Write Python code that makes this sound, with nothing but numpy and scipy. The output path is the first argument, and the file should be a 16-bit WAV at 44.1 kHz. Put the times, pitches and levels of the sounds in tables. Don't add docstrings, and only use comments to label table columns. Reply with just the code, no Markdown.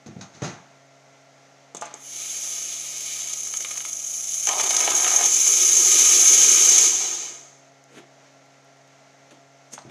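import sys
import numpy as np
from scipy import signal
from scipy.fft import rfft, irfft, next_fast_len
from scipy.io import wavfile
from scipy.ndimage import uniform_filter1d, minimum_filter1d

SR = 44100
rng = np.random.default_rng(int(sys.argv[2]) if len(sys.argv) > 2 else 0)


def to_wav(s):
    ch = np.atleast_2d(s).T
    pcm = np.round(np.clip(ch, -1, 1) * 32767)
    wavfile.write(sys.argv[1], SR, pcm.astype(np.int16))


def invert_db(level):
    return 10 ** (np.asarray(level, dtype=float) / 20)


N = 436590

# f/Hz, width/Hz,
# boost/dB
BUCKET_AIR = [(390.3, 106, 24.5), (718, 80, 9), (825, 89, 5.5), (1001, 67, 10.5), (1249, 39, 16),
              (1590, 21, 10), (1817, 28, 7.5), (2058, 11.4, -9), (2240, 158, 13.5), (2470, 104, 4.5),
              (3048, 240, 13.5), (3434, 62, 7.5), (3675, 60, 10.5), (3990, 94, 10.5), (4705, 550, 10),
              (4850, 40, -0.5), (5480, 50, 7), (5220, 50, 7.5), (5950, 40, 3.5), (6000, 80, -1.5),
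              (6364, 24, 3.5), (6850, 155.5, -8.5), (8220, 79, 5), (8540, 170, 5), (10280, 220, -0.5),
              (10060, 1020, 17), (10980, 340, 5), (12780, 300, 3.5), (13880, 1200, -2.5), (15250, 720, 9)]
# f/Hz, width/Hz, boost/dB
MIC_PORT = [(6220, 800, 11.5), (6600, 710, 7)]
# t/s, jet level/dB, sputter depth/dB
STEAM_FORCE = [(1.95, -58, 0), (2.05, -40, .5), (2.2, -32, .5), (2.45, -29.5, .5), (2.87, -32, .5),
               (3.12, -30, .7), (3.4, -31, 2), (3.9, -33, 2.2), (4.1, -30, 1.5), (4.6, -25, 1.8),
               (5.0, -21.5, 1.8), (5.5, -17, .8), (6.05, -13.5, .8), (6.68, -13.5, 1), (6.86, -13.5, .6),
               (6.89, -18.5, .3), (7.25, -32, .2), (7.7, -68, 0)]


def rms_one(x):
    return x / np.sqrt(np.mean(x ** 2) + 1e-20)


def band(x, low_hz, high_hz, order=2):
    sos = signal.butter(order, [low_hz, high_hz], "band", fs=SR, output="sos")
    return signal.sosfilt(sos, x + 1e-18)


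def peaks(x, resonances):
    for hz, width_hz, boost_db in resonances:
        r = np.exp(-np.pi * width_hz / SR)
        poles = [1, -2 * r * np.cos(2 * np.pi * hz / SR), r * r]
        resonance = signal.lfilter([(1 - r * r) / 2, 0, (r * r - 1) / 2], poles, x)
        x = x + (invert_db(boost_db) - 1) * resonance
    return x


def as_heard(x):
    return x / np.sqrt(np.mean(peaks(x, MIC_PORT) ** 2) + 1e-20)


def drift(rate):
    r = np.exp(-40 * np.pi * rate / SR)
    white = rng.standard_normal(N // 20 + 4002)
    slow = signal.lfilter([1], [1, -2 * r, r * r], white)[4000:]
    return np.interp(np.arange(N) / 20, np.arange(len(slow)), rms_one(slow))


def ring(clicks, modes):
    out = 0
    for hz, level_db, t60 in modes:
        r = invert_db(-60 / (np.clip(t60, .01, .4) * SR))
        w = 2 * np.pi * hz / SR
        poles = [1, -2 * r * np.cos(w), r * r]
        out = out + signal.lfilter([0, invert_db(level_db) * np.sin(w)], poles, clicks + 1e-18)
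    return out


def envelope(times, levels_db, t60s, rises):
    out = np.zeros(N)
    for s, level_db, t60, rise in np.broadcast(times, levels_db, t60s, rises):
        at = np.arange(max(0, round((s - .1) * SR)), min(N, round((s + .5) * SR)))
        t = at / SR - s
        fall = np.where(t > 0, t / max(t60, .002), -t / max(rise, .0003))
        out[at] += invert_db(level_db - 60 * fall)
    return out


def crackle(per_s, spread_db):
    sizes = invert_db(spread_db * np.minimum(rng.exponential(1, N), 5))
    signed = sizes * rng.choice([-1, 1], N)
    return rms_one(signed * (rng.random(N) < per_s / SR))


def burst_noise(s, mid_db, low_db, bright_db, t60, rise, edges_hz, body):
    white = peaks(rng.standard_normal(N), body)
    out = 0
    for k, (level_db, lasting) in enumerate([(low_db, 1.1), (0, 1), (bright_db, .7)]):
        low_hz, high_hz = edges_hz[k], edges_hz[k + 1]
        colour = as_heard(band(white, low_hz, high_hz))
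        burst = colour * envelope(s, mid_db + level_db, t60 * lasting, rise)
        out = out + band(burst, 0.9 * low_hz, 1.4 * high_hz, order=1)
    return out


def in_time(rows):
    s, *levels = np.transpose(rows)
    return [np.interp(np.arange(N) / SR, s, c, left=-120, right=-120) for c in levels]


def by_stage():
    stages = [
        (1.95, -9.5, -52, -51, -51),
        (3.35, -13, -51, -50, -52.5),
        (3.9, -15, -58, -63, -55.5),
        (4.469, -10.5, -39, -28, -42),
        (4.63, -12, -39, -32, -36),
        (5.268, -13.5, -44.5, -45.5, -46),
        (5.9, -11.5, -42.5, -42.5, -43.5),
        (7.0, -9.5, -39.5, -37.5, -40),
    ]
    change_s = .03
    s, *levels = np.transpose(stages)
    now = np.clip(np.searchsorted(s, np.arange(N) / SR) - 1, 0, len(s) - 1)
    return [uniform_filter1d(c[now], size=round(change_s * SR)) for c in levels]


def room_tone():
    # multiple of the hum, level/dB rms
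    harmonics = [(1, -63), (2, -65.5), (3, -70.5), (4, -70.5), (5, -63), (6, -70), (10, -69.5), (14, -77),
                 (15, -72), (16, -74.5)]
    # f/Hz, level/dB per Hz
    air_spectrum = [(40, -118), (100, -99.5), (200, -93.5), (400, -94), (650, -81.5), (800, -88.5), (1000, -93),
                    (2000, -93.5),
                    (3200, -99), (5000, -100), (6400, -95), (8000, -109), (10000, -118), (16000, -128)]
    hum_hz = 137
    phase = 2 * np.pi * np.cumsum(hum_hz * (1 + 0.001 * drift(0.499))) / SR
    hum = 0
    for k, level_db in harmonics:
        hum = hum + np.sqrt(2) * invert_db(level_db + .8 * drift(1.9)) * np.sin(k * phase + k * k)
    hz, level_db = np.transpose(air_spectrum)
    size = next_fast_len(N)
    log_hz = np.log(np.fft.rfftfreq(size, 1 / SR) + 1)
    colour = invert_db(np.interp(log_hz, np.log(hz), level_db))
    port = np.abs(rfft(peaks(np.arange(size) == 0, MIC_PORT)))
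    air = irfft(rfft(rng.standard_normal(size)) * colour / port, size)[:N]
    return hum + np.sqrt(SR / 2) * invert_db(.6 * drift(3)) * air


def knocks():
    # t/s, body level/dB, low over it/dB, bright over it/dB, t60/s
    sharp = [(0.062, -45, 9.5, 0.5, 0.12), (.077, -51.5, 12, -1, 0.17), (.11, -53, 3, -10, .11),
             (.164, -52, 17, -14, 0.079), (0.19, -52, 7, -2, .17), (.211, -40.5, -5, 2.5, 0.26),
             (0.42, -32, 8, -6.5, 0.21), (9.779, -34.5, -22, -13, 0.039), (9.788, -44, -16, 2, .05),
             (9.82, -49, -5, 1, 0.06), (9.849, -54, 15, -5, 0.11), (9.863, -63, 15, 2, .11)]
    # t/s, body level/dB, low over it/dB, t60/s
    scuffs = [
        (.35, -48, -2, 0.44),
        (.445, -33.5, -11, 0.53),
    ]
    # t/s, body level/dB, bright over it/dB, t60/s, rise/s
    shuffle_events = [
        (7.985, -44, -3, 0.16, 0.29),
        (9.31, -47, -2, 0.18, 0.013),
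        (9.737, -43, 10, 0.12, .061),
        (9.9, -42, -7, .1, .03),
    ]
    # f/Hz, level/dB, t60/s
    tool_modes = [(6013, -14, .12), (6850, -8, .08), (7300, -8, .14), (8333, 0, .3), (10060, 0, .1)]
    # f/Hz, width/Hz, boost/dB
    wood = [(141, 65, 11.7), (373, 25, 2.5), (746, 110, 9.1), (856, 80, 2.7), (1230, 15, 2.9),
            (1500, 29, 1.4), (2000, 36, 2.9), (2470, 69, 4.7), (3900, 830, 15)]
    knock_rise_s, scuff_rise_s, scuff_bright_db = 0.0039, 0.086, -0.5
    contacts = [(*row, knock_rise_s) for row in sharp]
    for s, body_db, low_db, t60 in scuffs:
        contacts.append((s, body_db, low_db, scuff_bright_db, t60, scuff_rise_s))
    blows = burst_noise(*np.transpose(contacts), (75, 480, 1900, 7000), wood)
    s, body_db, bright_db, t60, rise = np.transpose(shuffle_events)
    low_db = 0 - 0.37 * bright_db
    shuffles = burst_noise(s, body_db, low_db, bright_db, t60, rise, (190, 600, 3500, 9500), [])
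    tool_s, tool_db = 9.731, -55
    click = np.zeros(N)
    click[round(tool_s * SR)] = invert_db(tool_db)
    return blows + shuffles + ring(click, tool_modes)


def ticks():
    # t/s, peak level/dB
    tick_events = [(.070, -40), (.212, -47), (7.5894, -49), (7.8397, -40.5), (8.4594, -49), (8.648, -48),
                   (8.77, -52), (8.876, -49), (9.684, -60.5), (9.8544, -59)]
    s, peak_db = np.transpose(tick_events)
    dry_noise = as_heard(band(rng.standard_normal(N), 5200, 11300))
    return dry_noise * envelope(s, peak_db - 6.5, .012, 0.00078)


def tongs():
    # t/s, scrape level/dB, ring level/dB, bright over the scrape/dB, t60/s
    touches = [
        (1.748, -38, -37, 10, 0.059),
        (1.768, -45.5, -52, 14.5, 0.075),
        (1.812, -38.5, -62, 13.5, 0.042),
        (1.822, -54, -25.5, 18, 0.052),
        (1.855, -51, -58, 16.5, 0.067),
        (1.866, -54, -43, -3, .08),
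        (1.91, -50, -42, -15, 0.073),
        (1.940, -42, -39, 12.5, 0.045),
    ]
    # f/Hz, level/dB, t60/s
    ice_modes = [(700, -3, .08), (851, 0, .08), (975, -6, .05), (1048, -6, .05), (1195, -5, .06),
                 (1410, -10, .05)]
    s, scrape_db, ring_db, bright_db, t60 = np.transpose(touches)
    steel = [(3530, 590, 12), (7640, 290, 4.9)]
    out = burst_noise(s, scrape_db, -0.42, bright_db, t60, 0.00042, (180, 650, 5700, 8800), steel)
    grit = as_heard(band(crackle(per_s=5000, spread_db=2.5), 700, 2700))
    out = out + grit * envelope(s, ring_db - 15, .35, .002)
    for mode in ice_modes:
        clicks = np.zeros(N)
        clicks[(s * SR).astype(int)] = invert_db(ring_db + rng.normal(0, 1.5, len(s)))
        out = out + ring(band(clicks, 550, 1700), [mode])
    return out


def steam():
    # t/s, peak level/dB
    spurt_events = [(3.3338, -19.5), (3.469, -29), (3.569, -18), (3.6057, -31), (3.7075, -25),
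                    (3.7763, -25), (3.9305, -22), (4.471, -8), (4.4872, -9), (4.5984, -16), (4.6389, -16),
                    (4.6917, -23), (4.7651, -10), (4.805, -9), (4.951, -7), (5.0225, -13), (5.078, -14),
                    (5.1347, -13), (5.1612, -7.5), (5.3373, -15.5), (5.474, -6.5), (5.7673, -4),
                    (5.917, -10), (5.9898, -10), (6.09, -12.5), (6.345, -8), (6.432, -6.5), (6.5166, -7.5),
                    (6.6894, -4), (6.781, -4)]
    t = np.arange(N) / SR
    jet_db, sputter_db = in_time(STEAM_FORCE)
    spray_db = jet_db + by_stage()[0]
    fizz_db = jet_db - 11 - 0.7 * (t - STEAM_FORCE[0][0])
    fizz_db = fizz_db - 8 * np.maximum(t - 6.6, 0)
    shake = band(drift(30), 9.5, 200, order=1) * 1.2 + 0.88 * drift(120)
    flutter = np.clip(sputter_db, 0, 5) * shake
    bursts = peaks(crackle(per_s=16000, spread_db=2.0), BUCKET_AIR)
    s, peak_db = np.transpose(spurt_events)
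    rise_s, t60_s = .003, .03
    spurt = envelope(s, peak_db - 10, .6 * t60_s, rise_s)
    spurt = -minimum_filter1d(-spurt, size=240, origin=115)
    jet_level = invert_db(jet_db + flutter) + spurt
    spray_level = invert_db(spray_db + 1.0 * flutter + 0.78 * drift(4.8)) + invert_db(-23) * spurt
    fizz_level = invert_db(fizz_db + 0.81 * flutter + 0.52 * drift(5.3)) + invert_db(-22) * spurt
    jet = jet_level * as_heard(band(bursts, 5860, 7500, order=3))
    spray = spray_level * as_heard(band(bursts, 2040, 5600))
    fizz = fizz_level * as_heard(band(bursts, 8870, 14500))
    return jet + spray + fizz


def melt_pool():
    gulp_db, gulps_per_s = 1.6, 18
    boil_db = 0.77 * (in_time(STEAM_FORCE)[0] + 20)
    levels = [boil_db + c + gulp_db * drift(gulps_per_s) for c in by_stage()[1:]]
    deep_db, hollow_db, narrow_db = levels
    gulps = peaks(crackle(per_s=3300, spread_db=1.0) * invert_db(0.53 * drift(25)), BUCKET_AIR)
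    deep = invert_db(deep_db + 0.34) * rms_one(band(gulps, 200, 600))
    hollow = invert_db(hollow_db - 1.1) * rms_one(band(gulps, 664, 1200))
    narrow = invert_db(narrow_db + 2.2) * rms_one(band(gulps, 1080, 2000))
    rumble = invert_db(deep_db - 11) * rms_one(band(gulps, 96, 260))
    return deep + hollow + narrow + rumble


def pops():
    # t/s, peak level/dB, low thump/dB, bright/dB
    pocket_bursts = [(3.4695, -36, -11, -1), (3.538, -24, -12, 1), (3.605, -30, -10, -3),
                     (3.6473, -21, -13, -3), (3.7093, -25.5, -11, -9), (3.7549, -29, -13, -3),
                     (3.775, -28, -10, 3), (3.8045, -28.5, -21, -5), (3.85, -26, -20.5, -3),
                     (4.4707, -20.5, -4, -3), (4.4887, -19, -3, -2), (4.531, -24, -16, 3),
                     (4.5815, -27, -15, -5), (4.5984, -18, -4, -6), (4.6377, -19, -16, 4),
                     (4.6607, -28, -13, 3), (4.7073, -18, -7, 1), (4.744, -23, -13, -3),
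                     (4.7662, -20.5, -16, 9.5), (4.8045, -18.5, -9, 0), (4.8268, -23, -4.5, -3),
                     (4.8766, -17, 0, -6), (4.9165, -19, -14, -8), (5.002, -24, -13, -6),
                     (5.044, -14.5, -13, -7), (5.066, -18, -8, -7), (5.0783, -18, -14.5, 1.5),
                     (5.233, -29, -10.5, -4), (5.468, -25, -6.5, 0), (6.091, -20, -12.5, -3)]
    s, peak_db, low_db, bright_db = np.transpose(pocket_bursts)
    t60 = .03 * (1 + 1.5 * invert_db(low_db))
    edges_hz = (500, 1100, 3500, 9000)
    return burst_noise(s, peak_db - 3.0, low_db, bright_db, t60, 0.00034, edges_hz, BUCKET_AIR)


def spits():
    from_s, to_s, level_db = 4.47, 5.27, -37.5
    t = np.arange(N) / SR
    cracks = peaks(crackle(per_s=120, spread_db=3.0), BUCKET_AIR)
    cracks = as_heard(band(cracks, 450, 4800))
    return invert_db(level_db) * cracks * ((t > from_s) & (t < to_s))


def shop(x):
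    t60_s, gap_s = .35, .006
    t = np.arange(round(.6 * SR)) / SR
    tail = band(rng.standard_normal(len(t)), 100, 5700, order=1)
    tail = tail * invert_db(-60 * t / t60_s) * (t > gap_s)
    return signal.fftconvolve(x, tail / np.sqrt(np.sum(tail ** 2)))[:N]


def scene():
    near = knocks() + ticks() + tongs() + steam() + melt_pool() + pops() + spits()
    echo_db = -12
    return (near + invert_db(echo_db) * shop(near) + room_tone())[None]


def band_limit(x):
    return signal.sosfilt(signal.butter(12, 16360, fs=SR, output="sos"), x)


def record(dry):
    low_cut = signal.butter(2, 75, "high", fs=SR, output="sos")
    top_cut = signal.ellip(10, .5, 50, 15450, fs=SR, output="sos")
    heard = signal.sosfilt(low_cut, peaks(dry, MIC_PORT))
    rounded = .85 * np.tanh(heard / .85)
    mix = signal.sosfilt(top_cut, rounded)
    return band_limit(mix)


dry = scene()
out = record(dry)
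to_wav(out)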